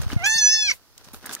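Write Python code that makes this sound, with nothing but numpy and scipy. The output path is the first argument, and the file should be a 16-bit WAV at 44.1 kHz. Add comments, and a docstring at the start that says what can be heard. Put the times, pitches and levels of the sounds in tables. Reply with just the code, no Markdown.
"""A small deer, set down by hand on a dry stony slope, gives one loud harsh bleat that swoops up, holds,
then drops and breaks: harmonics of its vocal folds, shaped by the resonances of its throat.
Feet shift on the loose ground: grass rustles, dry stalks snap, stones clack and a sole scrapes.
Air buffets the two microphone ports of a hand-held camera, over a faint distant hiss.
The slope returns a short echo."""
import sys
import numpy as np
from scipy import signal
from scipy.fft import rfft, irfft, next_fast_len
from scipy.io import wavfile
from scipy.ndimage import uniform_filter1d, map_coordinates

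SR = 44100
rng = np.random.default_rng(int(sys.argv[2]) if len(sys.argv) > 2 else 0)


def persist_wave(psi):
    """Save psi, clipped to +-1, as 16-bit WAV."""
    counts = np.round(np.clip(psi, -1, 1) * 32767).astype(np.int16)
    wavfile.write(sys.argv[1], SR, np.atleast_2d(counts).T)


N = 61739
T = np.arange(N) / SR

# likeness of the noise at the two ports: (frequency [Hz], correlation [-1 to 1])
PORT_CORRELATION = [(110, -0.17), (260, 0.69), (1300, 1), (2100, -0.19)]


def amp(db):
    """Amplitude ratio of a level in decibels."""
    return 10 ** (np.asarray(db) / 20)


def unit(x):
    """Normalisation to rms 1."""
    return x / np.sqrt(np.mean(x ** 2) + 1e-20)


def along(points, hz):
    """Interpolation of (frequency [Hz], value) points on a logarithmic axis."""
    freqs, values = np.transpose(points)
    return np.interp(np.log(hz + 1), np.log(freqs + 1), values)


def curves(rows):
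    """Linear interpolation in time: one curve for each column after the first."""
    times, *columns = np.transpose(rows)
    return [np.interp(T, times, column) for column in columns]


def wobble(rate):
    """Smooth random modulation: a spline through `rate` knots a second."""
    return map_coordinates(rng.standard_normal(4096), [T * rate], mode="wrap")


def filtered(x, response):
    """Linear filtering: the spectrum is multiplied by a frequency response."""
    size = next_fast_len(N + SR // 4)
    return irfft(rfft(x, size) * response(np.fft.rfftfreq(size, 1 / SR)), size)[..., :N]


def panned(db):
    """Left and right gains for a level difference."""
    return amp(np.array([db, -db]) / 2)


def coloured_noise(spectrum, correlation):
    """Stereo noise of rms 1; the balance of mid and side sets its correlation."""
    def response(hz):
        angle = np.arccos(np.clip(along(correlation, hz), -1, 1)) / 2
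        return amp(along(spectrum, hz)) * [np.cos(angle), np.sin(angle)]
    mid, side = filtered(rng.standard_normal((2, N)), response)
    return unit(np.array([mid + side, mid - side]))


def band(centre_hz, octaves):
    """Band-pass stereo noise of rms 1, halved in amplitude `octaves` from the centre."""
    bell = lambda hz: 1 / (1 + (np.log2((hz + 1) / centre_hz) / octaves) ** 2)
    return unit(filtered(rng.standard_normal((2, N)), bell))


def strike(onset, attack_s, t60_s):
    """Impact envelope: a fast rise and an exponential decay."""
    age = np.maximum(T - onset, 0)
    return (1 - np.exp(-age / attack_s)) * amp(-60 * age / t60_s)


def pushes(rows, attack_s, t60_s):
    """Heavily damped sinusoids that swing once or twice and die."""
    return sum(amp(db) * strike(onset, attack_s, t60_s) * np.sin(2 * np.pi * hz * (T - onset))
               for onset, db, hz in rows)


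def swells(rows):
    """Noise bands under Gaussian envelopes."""
    return sum(amp(db) * np.exp(-((T - time) / half_s) ** 2) * band(hz, octaves)
               for time, db, half_s, hz, octaves in rows)


def buffeting():
    """Moving air drives the two ports in antiphase; each jolt reaches the right one just later."""
    # strength of the buffeting: (time [s], level [dB])
    levels = [(0, -25.5), (.09, -36), (.13, -27.5), (.22, -35.5), (.33, -45.5), (.72, -48.5), (.85, -66.5),
              (1.18, -48.5), (1.4, -61)]
    # its rumble: (frequency [Hz], level [dB])
    spectrum = [(25, -20), (50, -1), (100, 1.5), (300, -29.5), (800, -68.5)]
    # jolts of air: (time [s], level [dB], frequency [Hz])
    jolts = [(.0, -8, 89.5), (.064, -9.5, 85), (.1625, -1, 115.5), (.356, -22, 158), (.418, -30, 172.2)]
    lag_s = 0.00042
    level_db, = curves(levels)
    left = pushes(jolts, attack_s=0.0023, t60_s=0.042)
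    right = -np.interp(T - lag_s, T, left)
    return amp(level_db) * coloured_noise(spectrum, correlation=[(50, -0.95)]) + np.array([left, right])


def rustle():
    """Dry grass and grit underfoot: random amplitude modulation breaks noise into clumps of grains."""
    # strength of the rustle: (time [s], level [dB])
    levels = [(0, -38.5), (.06, -43), (.098, -41.5), (.128, -33.5), (.16, -46.5), (.26, -42.5), (.31, -64),
              (.74, -66), (.95, -64.5), (1.0, -53), (1.035, -58), (1.07, -49.5), (1.125, -54), (1.14, -42),
              (1.18, -51), (1.222, -56.5), (1.245, -42.5), (1.28, -42.5), (1.338, -40.5), (1.358, -45.5),
              (1.4, -45.5)]
    # colour of the grass: (frequency [Hz], level [dB])
    spectrum = [(60, -12), (250, 7.5), (550, 5.5), (1600, 6), (2200, -0.5), (2700, 1.5), (4500, 0.5),
                (6200, 0), (7600, -12), (9000, -4), (11000, -13), (15500, -10)]
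    grain_db, clump_db = 3.5, 1.8
    level_db, = curves(levels)
    grains = amp(grain_db * wobble(rate=390) + clump_db * wobble(rate=70))
    return amp(level_db) * unit(grains * coloured_noise(spectrum, PORT_CORRELATION))


def distant_hiss():
    """Ambient noise: steady, faint and broadband."""
    # colour of the hiss: (frequency [Hz], level [dB])
    spectrum = [(40, 16), (800, 9), (3000, 3), (5000, 11), (8000, 1), (15500, 4.5)]
    return amp(-58.5) * coloured_noise(spectrum, PORT_CORRELATION)


def snaps():
    """Brittle fracture: each dry stalk breaks with a sharp burst of bright noise."""
    # breaking stalks: (time [s], level [dB], centre [Hz], T60 [s])
    fractures = [(0.017, -34, 7000, 0.042), (0.9785, -33.5, 5200, 0.017), (1.043, -46.5, 5100, 0.11),
                 (1.1327, -41, 11200, 0.19), (1.2598, -27, 10200, 0.031), (1.293, -30.5, 4440, 0.02),
                 (1.3502, -16, 6850, 0.0089)]
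    return sum(amp(db) * strike(onset, attack_s=0.0003, t60_s=t60) * band(hz, octaves=0.75)
               for onset, db, hz, t60 in fractures)


def stones():
    """Modal vibration: each impact rings a few damped modes of a stone, with a crack of noise."""
    # stones knocking together: (time [s], level [dB], pitch [Hz])
    impacts = [(.101, -25, 1690), (0.119, -27.5, 2980), (0.1254, -36, 2165), (1.2423, -32.5, 1464),
               (1.256, -30, 1700), (1.269, -35, 1620), (1.2932, -22, 1574), (1.365, -29.5, 1735)]
    # modes of a stone: (frequency / pitch [ratio], level [dB])
    modes = [(.76, -6), (1, 0), (1.27, -9), (2.3, -13)]
    crack_spectrum = [(200, -18), (2000, 26), (5000, -63), (15000, -35)]  # (frequency [Hz], level [dB])
    clacks = np.zeros((2, N))
    for onset, db, hz in impacts:
        ring = np.zeros((2, N))
        for ratio, mode_db in modes:
            gain = amp(mode_db + rng.normal(0, 1.8))
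            ring += gain * np.sin(2 * np.pi * hz * ratio * (T - onset) + rng.normal(0, 1.0, (2, 1)))
        crack = amp(-10) * coloured_noise(crack_spectrum, PORT_CORRELATION)
        clacks += amp(db) * strike(onset, attack_s=0.0006, t60_s=0.02) * (ring + crack)
    return clacks


def footfalls():
    """Damped impact: each soft step gives a low thud."""
    # steps: (time [s], level [dB], frequency [Hz])
    steps = [(.129, -17, 273), (.695, -36.5, 300), (1.07, -41, 176.8), (1.136, -32, 257),
             (1.242, -36.5, 259), (1.291, -34, 242)]
    return pushes(steps, attack_s=0.0015, t60_s=0.032)


def bleat(harmonics=17):
    """Source and filter: vocal-fold harmonics, rough at both ends, pass three moving throat formants."""
    # vibration of the folds: (time [s], pitch [Hz])
    melody = [(.18,709),(.21,672.7),(.228,722),(.242,795),(.254,791),(.268,858),(.285,868),(.352,898.6),(.385,894.7),(.42,860.5),(.475,854.8),(.538,891.6),(.62,863.8),(.65,845.4),(.672,818.6),(.688,772),(.699,720),(.708,598),(.72,513.4),(.74,494)]
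    # first harmonic: (time [s], level [dB])
    fundamental = [(.17, -48.5), (.243, -33.5), (.42, -51.5), (.7, -54), (.74, -59)]
    # top overtones: (time [s], level [dB])
    overtones = [(.23, -73), (.262, -30), (.32, -38), (.379, -35.5), (.5, -45), (.62, -47), (.7, -52.5)]
    # their envelope: (frequency [Hz], level [dB])
    top_spectrum = [(7060, -4.5), (8000, -14.5), (8600, -5), (10700, -16), (12300, -21.5), (15500, -25)]
    # unsteadiness of the folds: (time [s], jitter [thousandths of a cycle], relative rasp [dB])
    roughness = [(.2, 5, -22), (.263, 8, -9), (.315, .2, -42), (.64, .2, -60), (.69, 2.5, -19),
                 (.706, 7, -8)]
    # lower, middle and shrill upper throat resonances: (time [s], level [dB], centre [Hz])
    low_formant = [(0.17, -34.5, 1860), (0.23, -22.5, 1890), (0.242, -11, 2000), (0.271, -6, 2076),
                   (0.34, -13, 2093), (0.399, -15, 2120), (0.5, -12.5, 2177), (0.64, -19, 2370),
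                   (0.695, -17.5, 2232), (0.718, -18, 2176), (0.734, -41.5, 2305)]
    mid_formant = [(0.227, -83, 4060), (0.244, -32.5, 3900), (0.29, -29, 4530), (0.312, -30.5, 5160),
                   (0.349, -24.5, 4860), (0.401, -27, 3824), (0.422, -43, 4100.0), (0.52, -33.5, 4380),
                   (0.604, -28.5, 3725), (0.688, -28, 4600.0), (0.718, -34.5, 4640), (0.734, -54, 4160.0)]
    high_formant = [(0.23, -94, 5950), (0.245, -28, 6330), (0.284, -41.5, 5600), (0.307, -17.5, 6470),
                    (0.342, -18.5, 6550), (0.362, -32.5, 5870), (0.386, -11, 5770), (0.408, -21.5, 5750),
                    (0.427, -17, 6080), (0.475, -13.5, 5860), (0.494, -13.5, 5725), (0.533, -10.5, 5746),
                    (0.586, -17, 5600), (0.63, -15, 5550), (0.67, -34, 5660), (0.697, -23, 5520),
                    (0.716, -24.5, 5740), (0.729, -56, 6000)]
    # their shapes, low to high: (bandwidth [Hz], reach of the skirts [Hz])
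    widths = [(129.4, 2160), (786, 4100), (412, 996)]
    # level difference at the ports: (frequency [Hz], left minus right [dB])
    balance = [(800, 1), (2000, -10.5), (2650, 1.5), (4400, 5), (6000, -3.5), (8800, 3.5), (15000, -18.5)]
    # phase difference at the ports: (frequency [Hz], left lead [rad])
    phase_lead = [(1800, 0.2), (2200, 4), (2700, 3.5), (3400, 0.9), (4400, 5), (5200, 4.5), (6350, 6),
                  (9400, 13.5), (16000, 30)]
    shrill_hz, flutter_db, steady_db = 6000, 5, -29

    pitch, = curves(melody)
    fundamental_db, = curves(fundamental)
    top_db, = curves(overtones)
    jitter, rasp_db = curves(roughness)
    formants = [curves(low_formant), curves(mid_formant), curves(high_formant)]
    pitch = uniform_filter1d(pitch, size=300) * (1 + 0.0012 * wobble(rate=70))
    cycles = np.cumsum(pitch) / SR + jitter * wobble(rate=890) / 1000
    voice = np.zeros((2, N))
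    for k in range(1, harmonics + 1):
        hz = k * pitch
        power = amp(top_db + along(top_spectrum, hz)) ** 2
        for (db, centre), (width, reach) in zip(formants, widths):
            peak = amp(db) ** 2 / (1 + (2 * (hz - centre) / width) ** 2)
            power += peak * np.exp(-2 * ((hz - centre) / reach) ** 2)
        gain = amp(fundamental_db) if k == 1 else np.sqrt(power)
        # each harmonic wavers on its own, most when weaker than steady_db and near shrill_hz
        shrillness = np.minimum(hz / shrill_hz, 2)
        depth_db = flutter_db * np.minimum(np.sqrt(shrillness), 1 / shrillness)
        depth_db /= 1 + gain / amp(steady_db)
        drift = wobble(rate=36)
        flutter = 0.81 * np.array([wobble(rate=110), wobble(rate=110)])
        waver = amp(depth_db * (drift + flutter) - np.abs(depth_db) / 4)
        # fast modulation spreads noisy sidebands around the harmonic
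        rasp = 1 + amp(rasp_db) * shrillness * (wobble(rate=2100) + 1j * wobble(rate=2100))
        lead = along(phase_lead, hz) / 2
        phase = 2 * np.pi * k * cycles + np.array([lead, -lead])
        voice += gain * waver * panned(along(balance, hz)) * np.real(rasp * np.exp(1j * phase))
    sounding = (T > low_formant[0][0]) & (T < fundamental[-1][0])
    return np.sqrt(2) * voice * sounding


def breath():
    """Aspiration noise: air hisses through the deer's throat as the cry closes."""
    # hiss: (time [s], level [dB], half length [s], centre [Hz], half width [octaves])
    hisses = [(0.729, -43, 0.037, 6400, 5.3)]
    return swells(hisses)


def scrape():
    """Friction noise: a sole slides briefly over grit."""
    # slide: (time [s], level [dB], half length [s], centre [Hz], half width [octaves])
    slides = [(1.336, -31.5, 0.012, 6500, 1)]
    return swells(slides)


def slope_echo(x, t60_s=0.085, build_s=0.0074):
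    """Scattering off stones and plants: convolution with a short diffuse tail."""
    t = np.arange(SR // 3) / SR
    tail = rng.standard_normal((2, len(t))) * amp(-60 * t / t60_s) * (1 - np.exp(-t / build_s))
    return signal.fftconvolve(x, tail / np.linalg.norm(tail[0]), axes=1)[:, :N]


def lean(x):
    """A level difference between the ports places each frequency to the left or right."""
    # balance of the noises: (frequency [Hz], left minus right [dB])
    balance = [(300, 1.5), (1500, -3), (6000, 0), (15000, -7.5)]
    return filtered(x, lambda hz: panned(along(balance, hz)))


def scene():
    """Superposition of the voice and ground noises, their echo, the footfalls and the air."""
    near = bleat() + lean(breath() + scrape() + stones() + snaps() + rustle())
    air = lean(distant_hiss())
    return near + amp(-22) * slope_echo(near) + footfalls() + buffeting() + air


def record(dry):
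    """Band limiting: the camera's steep low-pass removes the highest treble."""
    cutoff_hz = 15650
    return filtered(dry, lambda hz: 1 / np.sqrt(1 + (hz / cutoff_hz) ** 200))


dry = scene()
out = record(dry)
persist_wave(out)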